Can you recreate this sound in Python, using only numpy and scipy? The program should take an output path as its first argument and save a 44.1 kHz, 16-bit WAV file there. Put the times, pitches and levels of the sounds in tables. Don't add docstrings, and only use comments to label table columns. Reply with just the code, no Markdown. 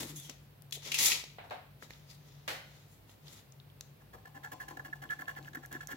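import sys
import numpy as np
from scipy import signal
from scipy.fft import rfft, irfft
from scipy.io import wavfile
from scipy.ndimage import uniform_filter1d

SR = 44100
rng = np.random.default_rng(int(sys.argv[2]) if len(sys.argv) > 2 else 0)


def inscribe(sig):
    pcm = np.round(np.clip(np.atleast_2d(sig).T, -1, 1) * 32767)
    wavfile.write(sys.argv[1], SR, pcm.astype(np.int16))


def decibels_to_gain(level_db):
    exponent = np.asarray(level_db, float) / 20
    return 10 ** exponent


N = 262880


def evened(x):
    return x / np.sqrt(np.mean(x ** 2) + 1e-20)


def read(points, hz):
    f, value = np.transpose(points)
    return np.interp(np.log(hz + 1), np.log(f + 1), value)


def add(mix, s, sound):
    part = mix[..., round(s * SR):][..., :sound.shape[-1]]
    part += sound[..., :part.shape[-1]]


def panned(db):
    return decibels_to_gain([[db / 2], [-db / 2]])


def bands(x, spectrum, edges_hz):
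    hz = np.fft.rfftfreq(x.shape[-1], 1 / SR)
    below = [0 * hz] + [1 / (1 + (hz / e) ** 30) for e in edges_hz] + [1 + 0 * hz]
    z = rfft(x) * decibels_to_gain(read(spectrum, hz))
    return [evened(irfft(z * np.sqrt(abs(b - a)), x.shape[-1])) for a, b in zip(below, below[1:])]


def follow(x, hz, width):
    turn = np.exp(2j * np.pi * np.cumsum(hz + np.zeros(x.shape[-1])) / SR)
    r = np.exp(-np.pi * width / SR)
    return (turn * signal.lfilter([np.sqrt(1 - r * r)], [1, -r], x / turn)).real


def hollow(x, hz, width):
    return follow(follow(x, hz, width), hz, width)


def ring(x, modes):
    out = np.zeros((2, len(x)))
    for hz, width, db, pan_db, lag in modes:
        pole = np.exp((2j * np.pi * hz - 1.5 * np.pi * width) / SR)
        z = signal.lfilter([(1 - abs(pole)) ** 2], [1, -2 * pole, pole ** 2], x + 0j) * decibels_to_gain(db)
        left, right = z.imag, (z * np.exp(-1j * lag)).imag
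        out += [left * decibels_to_gain(pan_db / 2), right / decibels_to_gain(pan_db / 2)]
    return out


def grit(per_s, spread_db, lumps_db, lump_ms):
    clicks = (rng.random(N) < per_s / SR) * rng.standard_normal(N)
    clicks *= decibels_to_gain(spread_db * np.minimum(rng.exponential(1, N), 4))
    lump = signal.windows.hann(max(round(lump_ms * SR / 1000), 3))
    lumps = evened(signal.oaconvolve(rng.standard_normal(N), lump, "same"))
    return evened(clicks * decibels_to_gain(lumps_db * lumps))


def swell(peak_s, rise_ms, fall_ms, db):
    t = np.arange(-2 * rise_ms, 2 * fall_ms, 1000 / SR)
    t = t[t >= -1000 * peak_s]
    return peak_s + t[0] / 1000, db - 20 * np.maximum(-t / rise_ms, t / fall_ms)


# (frequency [Hz], likeness [0-1])
LIKENESS = [(60, 1), (150, 0.89), (290, 0.57), (600, 0.18), (2000, 0)]


def paired(z1, z2, hz):
    same = np.clip(read(LIKENESS, hz), 0, 1)
    return np.array([z1, same * z1 + np.sqrt(1 - same ** 2) * z2])


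# (frequency [Hz], density [dB per Hz])
HISS = [(24, -36.5), (40, -23.5), (110, -8.5), (200, -15), (320, -19), (600, -20.5), (1200, -27),
        (2500, -29.5), (4400, -33), (7000, -42), (8700, -36), (10500, -38), (14000, -32), (15800, -33)]
# (frequency [Hz], width [Hz], level [dB rms])
DUCT = [(56, 7.7, -72), (99.7, 7.74, -73.5), (150.6, 20.4, -74)]
# (time [s], level [dB])
DUCT_TONE = [(0.0, -53.5), (0.2, -51), (0.3, -62), (0.8, -55), (1.31, -66), (2.39, -56.5), (2.61, -68),
             (2.67, -55.5), (3.1, -90), (3.27, -55.5), (3.39, -87), (3.5, -59), (3.93, -59.5),
             (3.97, -68.5), (5.0, -57.5), (5.26, -69), (5.29, -57.5), (5.96, -59.5)]


def floor():
    hiss_db, tone_hz, waver_hz, waver_db = -64, 142.7, 3.76, 2.4
    hz = np.fft.rfftfreq(N, 1 / SR)
    a, b, c, d = rng.standard_normal((4, len(hz)))
    z = paired(a + 1j * b, c + 1j * d, hz)
    hiss = z * decibels_to_gain(read(HISS, hz))
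    hiss *= decibels_to_gain(hiss_db) / np.std(irfft(hiss * (hz > 300), N))
    hum = sum(decibels_to_gain(db) * evened(irfft(z / (1 + 4 * ((hz - f) / w) ** 2), N)) for f, w, db in DUCT)
    waver = uniform_filter1d(rng.standard_normal(N), size=1500)
    waver = evened(uniform_filter1d(waver, size=1500))
    tone = np.sqrt(2) * np.sin(2 * np.pi * np.cumsum(tone_hz + waver_hz * waver) / SR)
    s, db = np.transpose(DUCT_TONE)
    tone_db = np.interp(np.arange(N) / SR, s, db) + waver_db * np.roll(waver, N // 2)
    return irfft(hiss, N) + (hum + tone * decibels_to_gain(tone_db)) * panned(2.2)


# (peak time [s], rise [ms], fall [ms], level [dB], fine hiss over it [dB])
RUBS = [(0.002, 18, 42, -41, -4.5), (0.032, 54, 27, -47.5, 0), (0.1, 92, 49, -48.5, -1.5),
        (0.25, 240, 250, -62, -11), (0.304, 23, 26, -51.5, -16), (1.831, 26, 48, -51, -8),
        (1.904, 15, 190, -57.5, -12), (2.112, 35, 41, -61.5, -6), (2.288, 230, 550, -64.5, -19),
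        (2.76, 260, 200, -63.5, -8.5), (2.918, 52, 130, -73, 6.5), (3.101, 34, 83, -63, -4),
        (3.274, 53, 110, -59, -14), (3.33, 75, 94, -63.5, 4), (3.396, 110, 27, -59, -12)]
# (peak time [s], rise [ms], fall [ms], level [dB], fine hiss over it [dB], hollow [Hz])
WHISKS = [
    (0.161, 7, 95, -54, 6.5, 6500),
    (0.255, 62, 55, -60, 1, 5900),
    (0.738, 14, 24, -54, 0, 7000),
    (2.112, 35, 14, -57.5, -6, 4800),
    (2.15, 25, 18, -68.5, 3, 4300),
    (2.278, 12, 20, -75, 8, 6000),
]
# (time [s], fall [ms], level [dB], fine hiss over it [dB], hollow [Hz])
CATCHES = [
    (0.724, 39, -39, -3, 3550),
    (0.749, 18, -49, -2, 3500),
    (0.762, 92, -56, -16, 3550),
    (0.988, 17, -32, -3.5, 6300),
    (1.118, 29, -34, -16, 2250),
    (0.918, 29, -32, -8.5, 2680),
    (0.943, 41, -30, -5.5, 2620),
]
# (time [s], level [dB], hollow [Hz])
SLIDE = [
    (0.819, -54.5, 3640),
    (0.866, -42, 3550),
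    (0.91, -46.5, 3230),
    (0.978, -41.5, 3500),
    (0.986, -31, 4470),
    (1.027, -27.5, 5900),
    (1.065, -26, 6360),
    (1.151, -34, 3520),
    (1.225, -51.5, 4010),
]
# (thud [dB], low-mid [dB], hollow [dB], thud and low-mid growth [dB per dB])
HELD, CAUGHT, DRAGGED = (-10.5, -9.5, -20, 1), (-21, -26, -6, 0.5), (-18, -13, -23, 0.7424)
BRUSHED = (-20, -28, -0.5, 6)


def moves():
    grip_hz, catch_rise_ms = 3700, 1.7 / 2
    out = [(*swell(s, rise, fall, db), grip_hz, fine, HELD) for s, rise, fall, db, fine in RUBS]
    out += [(*swell(s, rise, fall, db), hz, fine, BRUSHED) for s, rise, fall, db, fine, hz in WHISKS]
    out += [(*swell(s, catch_rise_ms, fall, db), hz, fine, CAUGHT) for s, fall, db, fine, hz in CATCHES]
    s, db, hz = np.transpose(SLIDE)
    t = np.arange(s[0], s[-1], 1 / SR)
    hz = np.interp(t, s, hz)
    fine_db = -10.5 + 3.54 * (hz / 1000 - 3.5)
    return out + [(s[0], np.interp(t, s, db), hz, fine_db, DRAGGED)]


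# (frequency [Hz], density [dB per Hz])
RUSTLE_COLOUR = [(88, -20.5), (150, -18), (209, -28), (398, -16), (637, -21.5), (923, -10.5), (1040, -15.5),
                 (1310, -13), (1530, -18.5), (1780, -13.5), (1960, -1), (3550, 3.5), (6640, 1), (8230, -19),
                 (11500, -18.5), (16000, -25.5)]


def rustle():
    shared = grit(12000, 0.5, 3.8, 13.6)
    rub = np.array([np.roll(shared, lag) + 2.2 * grit(12000, 0.294, 0.71, 12.2) for lag in (0, 24)])
    thud, low, body, fine = bands(rub, RUSTLE_COLOUR, [600, 1750, 7900])
    out = np.zeros((2, N))
    for s, db, hz, fine_db, (thud_db, low_db, hollow_db, growth) in moves():
        at = slice(round(s * SR), round(s * SR) + len(db))
        mix = 0.7 * body[:, at] + decibels_to_gain(hollow_db) * evened(hollow(body[:, at], hz, 1000))
        under = decibels_to_gain((growth - 1) * (db + 50))
        mix += (thud[:, at] * decibels_to_gain(thud_db) + low[:, at] * decibels_to_gain(low_db)) * under
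        mix += fine[:, at] * decibels_to_gain(fine_db)
        add(out, s, mix * decibels_to_gain(db) * signal.windows.tukey(len(db), 200 / len(db)))
    return out * panned(3)


def cracks(rows, breadth, edge_db, fade_ms, longer):
    out, t = np.zeros((2, N)), np.arange(2048) / SR
    for s, db, hz, low_db, pan_db in rows:
        ms = fade_ms * decibels_to_gain(longer * (db + 40))
        crack = rng.standard_normal((2, 2048)) * np.exp(-t * 1000 / ms) * (1 - np.exp(-t * 2500))
        edge = signal.lfilter([1, 0, -1], [1], crack) * decibels_to_gain(edge_db)
        crack = 1.17 * hollow(crack, hz, breadth * hz) + edge
        push = np.sin(2 * np.pi * 700 * t) * np.exp(-t / 0.00045)
        add(out, s, decibels_to_gain(db) * (crack / abs(crack).max() * panned(pan_db) + decibels_to_gain(low_db) * push))
    return out * decibels_to_gain(2.0)


# (time [s], peak [dB], centre
# [Hz], low push over it [dB], left-right [dB])
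SNAPS = [(0.0314, -41.5, 3420, 7, 14), (0.2955, -34, 6050, -13, 5), (0.7235, -36, 3420, -35, 19),
         (0.7544, -41, 3470, -9, 17), (0.9192, -29.5, 2480, -47, 7), (0.9425, -29, 2550, -42.5, 11),
         (0.9873, -21, 6400, -41.5, 2), (1.0579, -13, 6460, -45, -1), (1.1181, -24, 2390, -38.5, -5),
         (1.2394, -40, 4430, 5, -10), (0.2957, -39, 2500, -1, 5), (1.3855, -46, 2000, 10, 0),
         (1.5085, -44, 2600, -2.5, 1.5), (1.824, -40, 1505, -0.5, 5.5), (1.9054, -39.5, 2040, 1.5, -3),
         (1.9345, -45, 3520, -28, -2), (3.0943, -49, 2970, 4.5, -3), (3.271, -49.5, 3280, -11, 8.5),
         (3.2805, -44, 4130, -12, -6), (3.5216, -46.5, 6200, -26, 5)]


def snaps():
    return cracks(SNAPS, breadth=0.46, edge_db=-12.0, fade_ms=2.3, longer=0.34)


def boom(rows, modes, rise_ms):
    mode, level = evened(ring(rng.standard_normal(N), modes)), np.zeros(N)
    for s, db, fall_ms in rows:
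        start, line_db = swell(s, rise_ms, fall_ms, db)
        add(level, start, decibels_to_gain(line_db))
    return mode * level


# (peak time [s], level [dB], fall [ms])
ROCKS = [(0.038, -40.5, 51), (0.126, -48.5, 80), (0.3, -58, 37), (4.368, -57.5, 68), (4.54, -56.5, 94),
         (4.71, -54, 200), (4.89, -57.5, 60), (5.058, -53, 78), (5.2, -59, 110), (5.3, -67, 61),
         (5.4, -59.5, 230), (5.576, -48.5, 46), (5.756, -47, 44), (5.94, -48, 31)]
# (peak time [s], level [dB], fall [ms])
BUMPS = [
    (0.035, -43.5, 41),
    (0.775, -53.5, 25),
    (0.868, -49.5, 45),
    (0.925, -54.5, 22),
    (1.02, -48.5, 23),
    (1.115, -54.5, 44),
    (1.83, -59.5, 67),
    (0.3, -55, 38),
    (3.25, -63.5, 32),
    (4.15, -52, 56),
]


def table_top():
    rock = boom(ROCKS, [(297, 84, 0, 8.3, 1.0)], rise_ms=56)
    return rock + boom(BUMPS, [(453, 350, 0.0043, 2.4, 0.55), (255, 41, 0.0063, 1.8, 0.37)], rise_ms=20)


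# (time [s], level [dB], pitch [Hz])
SQUEAK = [
    (0.16, -72, 3320),
    (0.18, -58, 3400),
    (0.215, -56, 3550),
    (0.232, -65, 3360),
    (0.25, -56, 3240),
    (0.29, -65, 3280),
]


def squeak():
    s, db, hz = np.transpose(SQUEAK)
    t, out = np.arange(s[0], s[-1], 1 / SR), np.zeros((2, N))
    whistle = hollow(rng.standard_normal((2, len(t))), np.interp(t, s, hz), 280)
    add(out, s[0], evened(whistle) * decibels_to_gain(np.interp(t, s, db)))
    return out


# (time [s], peak [dB], centre [Hz], low push over it [dB], left-right [dB])
TICKS = [
    (0.1989, -38, 11800, -31, 16),
    (0.6215, -41, 13400, -30.5, 11),
    (5.4874, -49, 7600, -1, 5),
    (5.7275, -34, 13320, -14, -1),
    (5.8894, -43, 11370, 1, 1),
]


def ticks():
    return cracks(TICKS, breadth=0.88, edge_db=-17.0, fade_ms=0.65, longer=0.05)


# (time [s], peak [dB], dull modes over main [dB], bright modes over main [dB], left-right [dB])
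CLICKS = [
    (3.8093, -25.5, -5, -5, 7.5),
    (5.8725, -25, -28, -3.5, -6),
    (5.6605, -38, -16, 6.5, 5),
    (0.71, -37, -4.5, 0, 6.5),
    (1.5, -46.5, 8, -8, 4),
    (1.9065, -42, 4.5, -8, 3),
    (5.5323, -49, -4, -10, 4),
    (5.4276, -48, 5, -8, 3),
]
# (frequency [Hz], width [Hz], level [dB], left-right [dB], right side's lag [rad])
CLICK_MAIN = [(5800, 460, -7.5, 0, .5), (6430, 740, 3, 0, .7), (7180, 360, -4.5, 0, 1)]
CLICK_DULL = [(2000, 700, -10, 0, .3), (2800, 500, -5.5, 0, 0.43), (4040, 700, 1, 0, .6)]
CLICK_BRIGHT = [(9500, 810, 0, 0, 0.89), (11740, 1100, 1, 0, 1), (14400, 1500, -3, 0, 2)]


def clicks():
    out, kick = np.zeros((2, N)), signal.unit_impulse(512)
    rings = [ring(kick, modes) for modes in (CLICK_MAIN, CLICK_DULL, CLICK_BRIGHT)]
    main, dull, bright = [v / abs(v).max() for v in rings]
    for s, db, dull_db, bright_db, pan_db in CLICKS:
        click = main + dull * decibels_to_gain(dull_db) + bright * decibels_to_gain(bright_db)
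        add(out, s, click * decibels_to_gain(db - 6) * panned(pan_db))
    return out


# (time [s], peak [dB], centre [Hz], low push over
# it [dB], left-right [dB])
FLAKES = [(5.256, -50, 2800, -30, 3), (5.3513, -50, 2800, -28, 2), (8.5, -48.5, 2700, -32, 5),
          (4.9, -54, 2800, -30, -3), (5.5323, -54, 3600, -30, 4), (5.4465, -50, 2810, -27, 3),
          (6.8, -44, 3100, -33, 6), (3.7, -54, 3200, -30, 0), (3.8105, -42.5, 4700, -27.5, 5.5),
          (4.4368, -48, 3300, -30, 2), (3.6, -48, 3600, -28, 5), (6.1, -44, 2700, -30, 12),
          (5.3, -48, 3040, -30, 5), (5.0909, -47, 2850, -30, 1), (6.7, -47, 3400, -30, 5),
          (0.825, -49, 2300, -28.5, 4), (1.3, -48, 3600, -29, -0.5), (0.991, -32, 1900, -39.5, 5),
          (1.1215, -28, 2330, -43, 7)]


def flakes():
    return cracks(FLAKES, breadth=0.27, edge_db=-38.0, fade_ms=1.2, longer=0.05)


# (time [s], peak [dB], middle over it [dB], treble over it [dB], body [Hz])
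KNOCKS = [
    (1.384, -43.5, -1, -32.5, 770),
    (1.439, -44.5, -26, -19, 750),
    (1.508, -32.5, -8, -21.5, 770),
    (2.478, -29.5, -0.5, -4.5, 630),
]
# (frequency [Hz], density [dB per Hz])
KNOCK_COLOUR = [(88, -56.5), (150, -22), (197, -11), (601, 2), (854, -0.5), (1500, -8), (2100, -10.5),
                (2980, -13), (3800, -16.5), (4500, -17.5), (8730, -24.5), (14200, -26), (16000, -28)]
# (frequency [Hz], width [Hz], level [dB], left-right [dB], right side's lag [rad])
SHELF = [(1480, 110, -6, 0, 1), (2062, 100, 1, 0, 1), (3042, 120, -1, 0, 2), (3850, 150, -8, 0, 1),
         (4210, 90, -4, 0, 0), (600, 170, 1, 0, 0)]


def knocks():
    out, t = np.zeros((2, N)), np.arange(8192) / SR
    for s, db, mid_db, top_db, hz in KNOCKS:
        low, mid, top = bands(rng.standard_normal((2, 8192)), KNOCK_COLOUR, [1500, 4200])
        body = -0.0063 * top_db * 1.3 * follow(low, hz, 110) * np.exp(-t / 0.05)
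        blow = 0.75 * low + body + mid * decibels_to_gain(mid_db) + top * decibels_to_gain(top_db)
        add(out, s, decibels_to_gain(db) * blow * np.exp(-t / 0.039))
    half = SR // 2
    fade = signal.windows.hann(SR)[half:] ** 0.5 * np.exp(-np.arange(half) / SR / 0.13)
    add(out, KNOCKS[-1][0], decibels_to_gain(-24) * ring(rng.standard_normal(half) * fade, SHELF))
    return out * decibels_to_gain(-6.5)


# (time [s], length [ms], card ring [dB], scrape [dB])
TOUCHES = [
    (4.0, 34, -67.5, -80),
    (4.09, 12, -73, -84),
    (4.128, 38, -55.5, -66),
    (4.176, 22, -61, -80),
    (4.252, 11.7, -51, -66.5),
    (4.269, 17, -57, -66.5),
    (4.339, 50, -54.5, -66.5),
]
# (time [s], length [ms], card ring [dB], scrape [dB])
STROKES = [(4.429, 41, -45, -62.5), (4.513, 32, -50, -58), (4.595, 40, -44, -60.5), (4.624, 23, -51, -66),
           (4.68, 13, -46, -59.5), (4.691, 36, -51, -62), (4.769, 9.9, -48, -60), (4.792, 16, -45, -65.5),
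           (4.842, 38.4, -47.5, -61), (4.928, 12, -41, -65.5), (4.947, 29, -61, -67),
           (5.017, 35, -44.5, -60), (5.093, 56, -37, -60.5), (5.188, 16.6, -40.5, -62),
           (5.204, 25, -43, -59.5), (5.268, 58, -42, -60.5), (5.287, 13, -45, -75),
           (5.355, 45, -43.5, -62.5), (5.419, 59, -70, -68), (5.468, 17, -51, -64), (5.546, 16, -38, -55),
           (5.569, 10, -36, -66), (5.622, 45, -48.5, -66.5), (5.704, 71, -45, -60), (5.8, 46, -50, -65),
           (5.881, 32, -47, -64), (5.901, 35, -42.5, -58.5), (5.946, 14.2, -52, -81)]


def stroke_pressure(group, lead_s, taper):
    pressure = np.zeros(N)
    for s, ms, ring_db, scrape_db in TOUCHES + STROKES:
        firm_db = scrape_db + 60
        thud_db = -55.5 + firm_db - 2.5 * (s - 5) + 2 * (s < STROKES[0][0])
        fine_db = -64 + 1.5 * firm_db
        db = [ring_db - 4.5, thud_db, scrape_db, fine_db][group]
        stroke = signal.windows.tukey(round(ms * SR / 1000), taper)
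        add(pressure, s - lead_s, stroke * decibels_to_gain(db + 3.5))
    return pressure


# (time [s], card ring peak [dB], table over it [dB], scrape over it [dB])
GRABS = [(4.016, -60, 3, -8), (4.1425, -62, 12.5, -16), (4.255, -61, -7, -8), (4.3439, -58, 2, -15),
         (4.3717, -49, -11, -17), (4.4292, -54, -10, -4), (4.444, -42, -10, -5), (4.4581, -40, -12, -16),
         (4.4706, -44, -7, -20), (4.5196, -44, -8, -21), (4.5348, -49.5, 8, -18), (4.6055, -39, -15, -27),
         (4.599, -42.5, -16, -18), (4.6346, -51, -5, -16), (4.6822, -43, -4, -1), (4.7028, -50, 4, -10),
         (4.721, -50, 2, -14), (4.7696, -44, -7, -21), (4.794, -39, -6, -30), (4.8468, -47, -9, -24),
         (4.8575, -49, -6, -25), (4.879, -49, -6, -17), (4.9314, -43, -14, -18), (5.0157, -54.5, 0, 1),
         (5.035, -40, -13, -29), (5.051, -45, -6, -13), (5.103, -43, -28, -4), (5.1145, -43, -31, -10),
         (5.1313, -41, -13, -14), (5.1952, -38, -19, -14), (5.219, -39, -4.5, -27), (5.2783, -36, -16, -15),
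         (5.2916, -37, -16, -24), (5.3636, -42, -8, -24), (5.3826, -46.5, -1, -24), (5.454, -51, -20, -14),
         (5.4784, -41, -22, -17), (5.5315, -48.5, -3, 1), (5.5517, -35, -16, -34), (5.5702, -38, -15, -26),
         (5.6336, -49, -6, -15), (5.711, -46, -3, -21), (5.725, -47, -8, 1), (5.7478, -38, -11, -19),
         (5.763, -38.5, -10, -27), (5.805, -39.5, -36, -3), (5.8254, -48, -21, -21), (5.885, -46, -4, -10),
         (5.91, -37.5, -16, -7), (5.9284, -37.5, -19, -21)]
GRAB_MS, GRAB_TRIM_DB = 11.5, (-2.5, -2, -9.5)


def grab_pressure(group):
    pressure, push = np.zeros(N), signal.windows.hann(round(GRAB_MS * SR / 1000))
    for s, db, *over_db in GRABS:
        add(pressure, s, push * decibels_to_gain(db + over_db[group - 1] + GRAB_TRIM_DB[group]))
    return pressure


def grab_ring():
    kick, out = signal.windows.hann(12), np.zeros((2, N))
    note = ring(np.pad(kick, (0, 2048)), CARD)
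    note = note * (1 - np.exp(-np.arange(note.shape[1]) / SR / 0.002))
    for s, db, *_ in GRABS:
        add(out, s, note / abs(note.mean(0)).max() * decibels_to_gain(db + GRAB_TRIM_DB[0]))
    return out


# (time [s], level [dB])
ANGLE = [(4.0, 2), (4.4, -1), (4.55, 0.5), (4.7, -1), (4.85, 0.5), (5.0, -1.5), (5.12, -0.5), (5.21, -1),
         (5.3, -1.5), (5.4, 0.5), (5.56, -1), (5.74, -1), (5.96, -1.5)]
COIN_FROM_S = 3.9


def scraped(x, modes):
    if modes is not SCRAPE:
        return ring(x, modes)
    s, db = np.transpose(ANGLE)
    angle_db = np.interp(COIN_FROM_S + np.arange(len(x)) / SR, s, db)
    return ring(x, modes[:3]) + ring(x * decibels_to_gain(angle_db), modes[3:])


# (frequency [Hz], width [Hz], level [dB], left-right [dB], right side's lag [rad])
CARD = [(1388, 72, -8, -2, -0.5), (1530, 41, -5, 1, 4), (1709, 78, 6, -3, 2), (2040, 165, -14.5, -6, 4.5),
        (2130, 270, -23, 6, 3.5)]
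TABLE = [(434, 350, -14.5, 17, 0.17), (593, 204, 3.5, -1.5, 2.17), (770, 197, -1.5, 22.5, 5.7),
         (1044, 80, 7, 4.5, 1.75)]
SCRAPE = [(2340, 580, 1.2, 15, -12), (2840, 130, 11, 5.9, 2.2), (3240, 760, 8.2, 3, 0.5),
          (4330, 630, 2, 2, 8), (5900, 4100, 6.6, 4, 1.5)]
FINE = [(11100, 1000, -2, -1, 1), (12500, 1300, -4, 0, 2), (14200, 1500, -1, -1, 0), (15500, 800, -3, 0, 1)]


def coin():
    groups, drag = [], grit(10000, 1.3, 2.3, 8.0)
    first = round(COIN_FROM_S * SR)
    lead_s = [0.004, 0.003, 0.001, 0.001]
    taper = [0.7, 0.7, 0.7, 0.45]
    for k, modes in enumerate([CARD, TABLE, SCRAPE, FINE]):
        slips = evened(drag + grit(6000, 1.8, 2.2, 4.0))
        pressure = stroke_pressure(k, lead_s[k], taper[k])
        if k in (1, 2):
            pressure += grab_pressure(k)
        energy = np.sum(ring(signal.unit_impulse(4096), modes) ** 2) / 2
        sound = scraped((slips * pressure)[first:], modes) / np.sqrt(energy)
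        groups.append(np.pad(sound, [(0, 0), (first, 0)]))
    card, table, scrape, fine = groups
    card = card + grab_ring()
    return card + table + scrape + fine, (card + fine) * decibels_to_gain(-21) + (table + scrape) * decibels_to_gain(-5.5)


# (frequency [Hz], t60 [s])
ROOM_DECAY = [(250, 0.29), (660, 0.35), (1740, 0.53), (4590, 0.44), (12100, 0.32)]


def room(x):
    taps = np.zeros((2, SR))
    at = np.arange(120, SR - 20, 20) + rng.integers(0, 20, (2, (SR - 121) // 20))
    np.put_along_axis(taps, at, rng.choice([-1., 1.], at.shape), 1)
    hz, t, z = signal.stft(taps, SR, nperseg=256)
    tail = signal.istft(z * decibels_to_gain(-60 * t / read(ROOM_DECAY, hz)[:, None]), SR, nperseg=256)[1]
    tail[:, :100] = 0
    return signal.fftconvolve(x, tail / np.linalg.norm(tail[0]), axes=1)[:, :N]


def long_waves(x):
    mid, side = x.mean(0), (x[0] - x[1]) / 2
    hz = np.fft.rfftfreq(N, 1 / SR)
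    unlike = 1 / (1 + (430 / (hz + 1)) ** 3)
    side = irfft(rfft(side) * unlike + rfft(mid) * 0.13 * (1 - unlike), N)
    return np.array([mid + side, mid - side])


def scene():
    near = rustle() + squeak()
    sharp = snaps() + ticks() + clicks() + flakes()
    far = knocks()
    scratch, scratch_wet = coin()
    wet = near * decibels_to_gain(-9.5) + sharp * decibels_to_gain(-12.0) + scratch_wet + far * decibels_to_gain(-4.5)
    return long_waves(near + sharp + scratch + table_top() + far + room(wet)) + floor()


# (frequency [Hz], width [Hz], depth [dB])
PORT_NOTCH = (8750, 800, -4)


def microphones(x):
    low_hz, high_hz = 45, 15950
    hz = np.fft.rfftfreq(N, 1 / SR)
    band = 1 / np.sqrt(1 + (low_hz / (hz + 1)) ** 8) / (1 + (hz / high_hz) ** 200)
    notch_hz, width, db = PORT_NOTCH
    band *= decibels_to_gain(db * np.exp(-((hz - notch_hz) / width) ** 2))
    return irfft(rfft(x) * band, N)


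def band_limit(x):
    return signal.sosfilt(signal.butter(12, 16710, fs=SR, output="sos"), x)


def record(dry):
    mix = microphones(dry)
    return band_limit(mix)


dry = scene()
out = record(dry)
inscribe(out)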